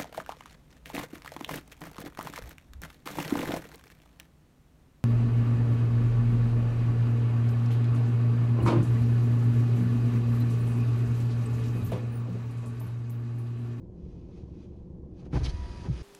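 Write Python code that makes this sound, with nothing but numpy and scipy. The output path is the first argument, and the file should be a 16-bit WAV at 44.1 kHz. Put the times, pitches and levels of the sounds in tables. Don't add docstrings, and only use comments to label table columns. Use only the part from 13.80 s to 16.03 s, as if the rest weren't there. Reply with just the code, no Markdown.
import sys
import numpy as np
from scipy import signal
from scipy.fft import rfft, irfft
from scipy.io import wavfile
from scipy.ndimage import uniform_filter1d

SR = 44100
rng = np.random.default_rng(int(sys.argv[2]) if len(sys.argv) > 2 else 0)


def to_wav(s):
    ch = np.atleast_2d(s).T
    pcm = np.round(np.clip(ch, -1, 1) * 32767)
    wavfile.write(sys.argv[1], SR, pcm.astype(np.int16))


def how_loud(loudness_db):
    steps = np.asarray(loudness_db, float) / 20
    return 10 ** steps


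N = 98254

# (frequency [Hz], density [dB per Hz])
CABIN_COLOUR = [(12, -26), (28, -21), (55, -2.5), (130, -7), (235, -16.5), (340, -12.5), (650, -30.5),
                (1080, -37), (1280, -68), (22000, -120)]
CABIN_DB = -45.5
# (frequency [Hz], width [Hz], level [dB])
CABIN_MODES = [(62, 43, -48.5), (125, 29, -58), (170.5, 80, -51.5), (354.5, 36, -62), (485.7, 58, -62.5)]
# (multiple of the crank speed, level [dB])
CRANK_ORDERS = [(2, -57), (3, -65), (6, -50), (8, -62), (10, -62), (12, -59), (14, -56), (14.5, -63),
                (15, -54), (16, -55), (18, -63), (22, -66), (26, -62), (28, -63), (30.61, -57), (32, -65),
                (40, -71)]
IDLE_HZ, FIRST_BEAT_S = 11.72, 0.036
TIGHT_ORDER, SMEAR_ORDERS = 15, 5.5
# (frequency [Hz], density [dB per Hz])
HISS_COLOUR = [(300, -15), (1500, -4.5), (3000, -5.5), (6800, -7), (7500, -11.5), (11000, -15.5),
               (16000, -18.5)]
HISS_DB = -87.5
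# (frequency [Hz], gain [dB])
MICROPHONE = [(20, -2), (6300, -2), (7000, -6.5), (7600, -13), (8300, -8), (9300, -10), (10600, -6),
              (11800, -17.5), (13000, -62)]
# (frequency [Hz], density [dB per Hz])
CLOTH_COLOUR = [(300, -26), (700, -2.5), (1200, -1.5), (1700, -8), (2400, -4), (4000, -7.5), (6500, -10),
                (12000, -24.5)]
# (time [s], level [dB])
CLOTH_RUB = [(0, -100), (.12, -86), (.17, -77.5), (.3, -71), (.48, -73), (.58, -65.5), (.65, -74.5),
             (.73, -73.5), (.83, -66), (.89, -76.5), (1.0, -78), (1.24, -94.5), (1.33, -83), (1.4, -62.5),
             (1.44, -74.5), (1.456, -62), (1.485, -81), (2.23, -84)]
# (time [s], peak level [dB], pitch [Hz], decay time t60 [s])
THUMPS = [(1.531, -13, 134.4, 0.094), (1.547, -16.5, 62, 0.32), (1.562, -10, 125, 0.078),
          (1.597, -21.5, 121.6, 0.28), (1.62, -17.5, 62, 0.245), (1.677, -19, 133.4, 0.095),
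          (1.735, -21.5, 74.6, .18), (1.795, -26, 59.4, 0.38), (1.845, -31, 65.5, 0.12),
          (2.085, -9.5, 130, 0.033), (2.096, -11.5, 125, 0.1), (2.091, -27, 59.8, 1)]
SWELL_S = 0.005
SAG, SAG_S = 0.085, 0.018
SHAKE_DB, SHAKE_FADE_S, SHAKE_HZ, SHAKE_WIDTH_HZ = -31, 0.096, 38, 30
# (frequency [Hz], level [dB], nominal decay time [s], about 3/4 of the true t60)
PANEL_MODES = [(291, 8, 0.042), (373, 4.5, .04), (480, -1, 0.063), (633, -6.5, 0.055), (722, -5, 0.08),
               (802, -13, 0.057), (940, -12, 0.11), (1140, -37, 0.084), (1437, -18, 0.099),
               (2220, -24.5, 0.028)]
# (time [s], level [dB], length [s])
CLACKS = [
    (1.41, -59, 0.09),
    (1.461, -48.5, 0.013),
    (1.527, -36.5, 0.036),
    (1.552, -32.5, 0.037),
    (1.605, -42, 0.033),
    (1.628, -46, 0.095),
    (2.044, -43.5, 0.051),
]
# (frequency [Hz], density [dB per Hz])
SLIDE_COLOUR = [(200, -25), (500, -9.5), (900, -15), (1900, -16), (3500, -20.5), (4800, -20.5), (6500, -24),
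                (12000, -31.5)]
# (time [s], level [dB])
GLASS_TRAVEL = [(1.5, -77), (1.55, -46), (1.61, -52.5), (1.72, -53), (2.06, -52.5), (2.095, -57),
                (2.13, -52.5), (2.2, -50), (2.23, -54.5)]
# (frequency [Hz], width [Hz], level [dB])
SEAL_MODES = [(2275, 95, 2), (3090, 150, -7.5), (3900, 83, -10), (4270, 270, -14), (5130, 30, -9),
              (8100, 87, -8)]
# (time [s], length [s], level [dB], first band [Hz], last band [Hz])
SEAL_SLIPS = [
    (1.518, 0.051, -55.5, 1200, 2400),
    (1.562, .04, -60.5, 5000, 6300),
    (1.626, 0.057, -43, 5850, 2470),
    (1.674, 0.041, -50, 4800, 4500),
]
SLIP_WIDTH_HZ, SLIP_AIR_DB = 3600, -6
# (time [s], shaft speed [Hz], load [dB])
SHAFT_RUN = [
    (1.52, 40, -30),
    (1.6, 78, -18),
    (1.685, 93.5, -12),
    (1.715, 96.4, -2),
    (1.79, 97.8, 1),
    (1.985, 96.9, -1),
    (2.008, 95.9, -5),
    (2.066, 98, 2),
    (2.085, 94, -30),
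]
# (multiple of the shaft speed, level [dB])
SHAFT_ORDERS = [(1, -47), (3, -58), (7, -67), (9, -69), (10, -55.5), (12, -69), (19, -74), (20, -68),
                (40, -78), (45, -80), (50, -68), (60, -83)]
SPEED_WOBBLE = 0.0008
ROOM_T60_S, ROOM_DB = 0.09, -6


def evened(x):
    return x / np.sqrt(np.mean(x ** 2) + 1e-20)


def curve(rows, column=1):
    table = np.array(rows)
    return np.interp(np.arange(N) / SR, table[:, 0], table[:, column])


def add(mix, s, sound):
    part = mix[round(s * SR):][:len(sound)]
    part += sound[:len(part)]


def coloured(x, colour):
    f, db = np.transpose(colour)
    bins = np.fft.rfftfreq(2 * N, 1 / SR) + 1
    gain = how_loud(np.interp(np.log(bins), np.log(f + 1), db))
    return irfft(rfft(x, 2 * N) * gain)[..., :N]


def resonate(x, hz, width):
    turn = np.exp(2j * np.pi * np.cumsum(hz * np.ones(len(x))) / SR)
    r = np.exp(-np.pi * width / SR)
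    return 2 * (turn * signal.lfilter([1 - r], [1, -r], x / turn)).real


def noise(colour, patchy_db, flicker_db):
    patches = rng.standard_normal((N // 128 + 9, 257)).T
    flicker = rng.standard_normal(N // 128 + 9)
    patches = uniform_filter1d(patches, size=5, axis=0)
    patches = evened(uniform_filter1d(patches, size=14, axis=1))
    z = signal.stft(rng.standard_normal(N + 512), nperseg=512, noverlap=384)[2]
    field = (patchy_db * patches + flicker_db * flicker)[:, :z.shape[1]]
    uneven = signal.istft(z * how_loud(field), nperseg=512, noverlap=384)[1][:N]
    return evened(coloured(uneven, colour))


def cabin():
    out = how_loud(CABIN_DB) * noise(CABIN_COLOUR, patchy_db=2, flicker_db=3.53)
    for hz, width, db in CABIN_MODES:
        mode = resonate(rng.standard_normal(N), hz, width)
        out = out + how_loud(db) * evened(resonate(mode, hz, 2 * width))
    return out


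def engine():
    turns = IDLE_HZ * (np.arange(N) / SR - FIRST_BEAT_S)
    sway = uniform_filter1d(rng.standard_normal((len(CRANK_ORDERS), N)), size=8000, axis=1)
    out = np.zeros(N)
    for i, (k, db) in enumerate(CRANK_ORDERS):
        level = np.sqrt(2) * how_loud(db + 1.2 * evened(sway[i]))
        smear = np.pi * ((k - TIGHT_ORDER) / SMEAR_ORDERS) ** 2
        out += level * np.cos(2 * np.pi * k * turns + smear + 0.25 * evened(sway[-i]))
    return out


def room(x):
    taps = np.zeros(6000)
    at = np.arange(60, 5980, 20) + rng.integers(0, 20, 296)
    taps[at] = rng.choice([-1., 1.], len(at)) * how_loud(-60 * at / SR / ROOM_T60_S)
    tail = how_loud(ROOM_DB) * taps / np.linalg.norm(taps)
    return (x + signal.fftconvolve(x, tail)[:N]) / np.sqrt(1 + how_loud(2 * ROOM_DB))


def cloth():
    return how_loud(curve(CLOTH_RUB)) * noise(CLOTH_COLOUR, patchy_db=0.0, flicker_db=1.5)


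def thumps():
    out, t = np.zeros(N), np.arange(SR // 2) / SR
    bent = t + SAG * SAG_S * (1 - np.exp(-t / SAG_S))
    for s, db, hz, t60 in THUMPS:
        envelope = how_loud(db - 60 * t / t60) * (1 - np.exp(-t / SWELL_S))
        add(out, s, -envelope * np.sin(2 * np.pi * hz * bent))
    rock = resonate(rng.standard_normal(len(t)), SHAKE_HZ, SHAKE_WIDTH_HZ)
    rock = evened(resonate(rock, SHAKE_HZ, SHAKE_WIDTH_HZ))
    swell = t / SHAKE_FADE_S * np.exp(1 - t / SHAKE_FADE_S)
    add(out, THUMPS[0][0], how_loud(SHAKE_DB) * rock * swell)
    return out


def clacks():
    drive, t = np.zeros(N), np.arange(4000) / SR
    for s, db, length in CLACKS:
        grit = rng.standard_normal(len(t)) * how_loud(rng.exponential(1, len(t)))
        envelope = np.sin(np.pi * np.minimum(t / length, 1) ** 0.55)
        add(drive, s, how_loud(db) * evened(grit) * envelope)
    ring = sum(how_loud(db + 19.5) * resonate(drive, hz, 1.64 / t60) for hz, db, t60 in PANEL_MODES)
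    return coloured(ring, [(1500, -1.5), (4000, -12.5)])


def glass():
    moving = np.arange(N) / SR > GLASS_TRAVEL[0][0]
    return how_loud(curve(GLASS_TRAVEL)) * moving * noise(SLIDE_COLOUR, patchy_db=-0.5, flicker_db=1.3)


def seal():
    out = np.zeros(N)
    for s, length, db, first_hz, last_hz in SEAL_SLIPS:
        grit = rng.standard_normal(4410) * how_loud(2.0 * rng.exponential(1, 4410))
        grit = grit[:round(length * SR)]
        u = np.linspace(0, 1, len(grit))
        band = first_hz + (last_hz - first_hz) * u
        glide = resonate(resonate(grit, band, SLIP_WIDTH_HZ), band, SLIP_WIDTH_HZ)
        hiss = evened(glide) + how_loud(SLIP_AIR_DB) * evened(grit)
        ring = sum(how_loud(d + 8) * resonate(hiss, f, w) for f, w, d in SEAL_MODES)
        add(out, s, how_loud(db) * (hiss + ring) * np.sin(np.pi * u) ** 1.5)
    return coloured(out, [(500, -22), (1400, 0.5)])


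def motor():
    waver = evened(uniform_filter1d(rng.standard_normal(N), size=2500))
    turns = np.cumsum(curve(SHAFT_RUN) * (1 + SPEED_WOBBLE * waver)) / SR
    flutter = uniform_filter1d(rng.standard_normal((len(SHAFT_ORDERS), N)), size=2500, axis=1)
    whine = np.zeros(N)
    for i, (k, db) in enumerate(SHAFT_ORDERS):
        level = np.sqrt(2) * how_loud(db + evened(flutter[i]))
        whine += level * np.sin(2 * np.pi * (k * turns + rng.random()))
    t = np.arange(N) / SR
    running = (t > SHAFT_RUN[0][0]) * (t < SHAFT_RUN[-1][0])
    return whine * how_loud(curve(SHAFT_RUN, column=2)) * running


def scene():
    direct = cabin() + engine() + motor() + thumps() + clacks()
    reflected = room(cloth() + glass() + seal())
    return (direct + reflected)[None]


def low_pass(x):
    return signal.sosfilt(signal.butter(12, 11900, fs=SR, output="sos"), x)


def record(dry):
    edge_s = np.minimum(np.arange(N), N - np.arange(N)) / SR
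    soft = np.sin(np.pi / 2 * np.minimum(edge_s / 0.005, 1)) ** 2
    hiss = how_loud(HISS_DB) * noise(HISS_COLOUR, patchy_db=-0.7, flicker_db=-1.0)
    return low_pass(coloured(dry * soft, MICROPHONE) + hiss)


dry = scene()
out = record(dry)
to_wav(out)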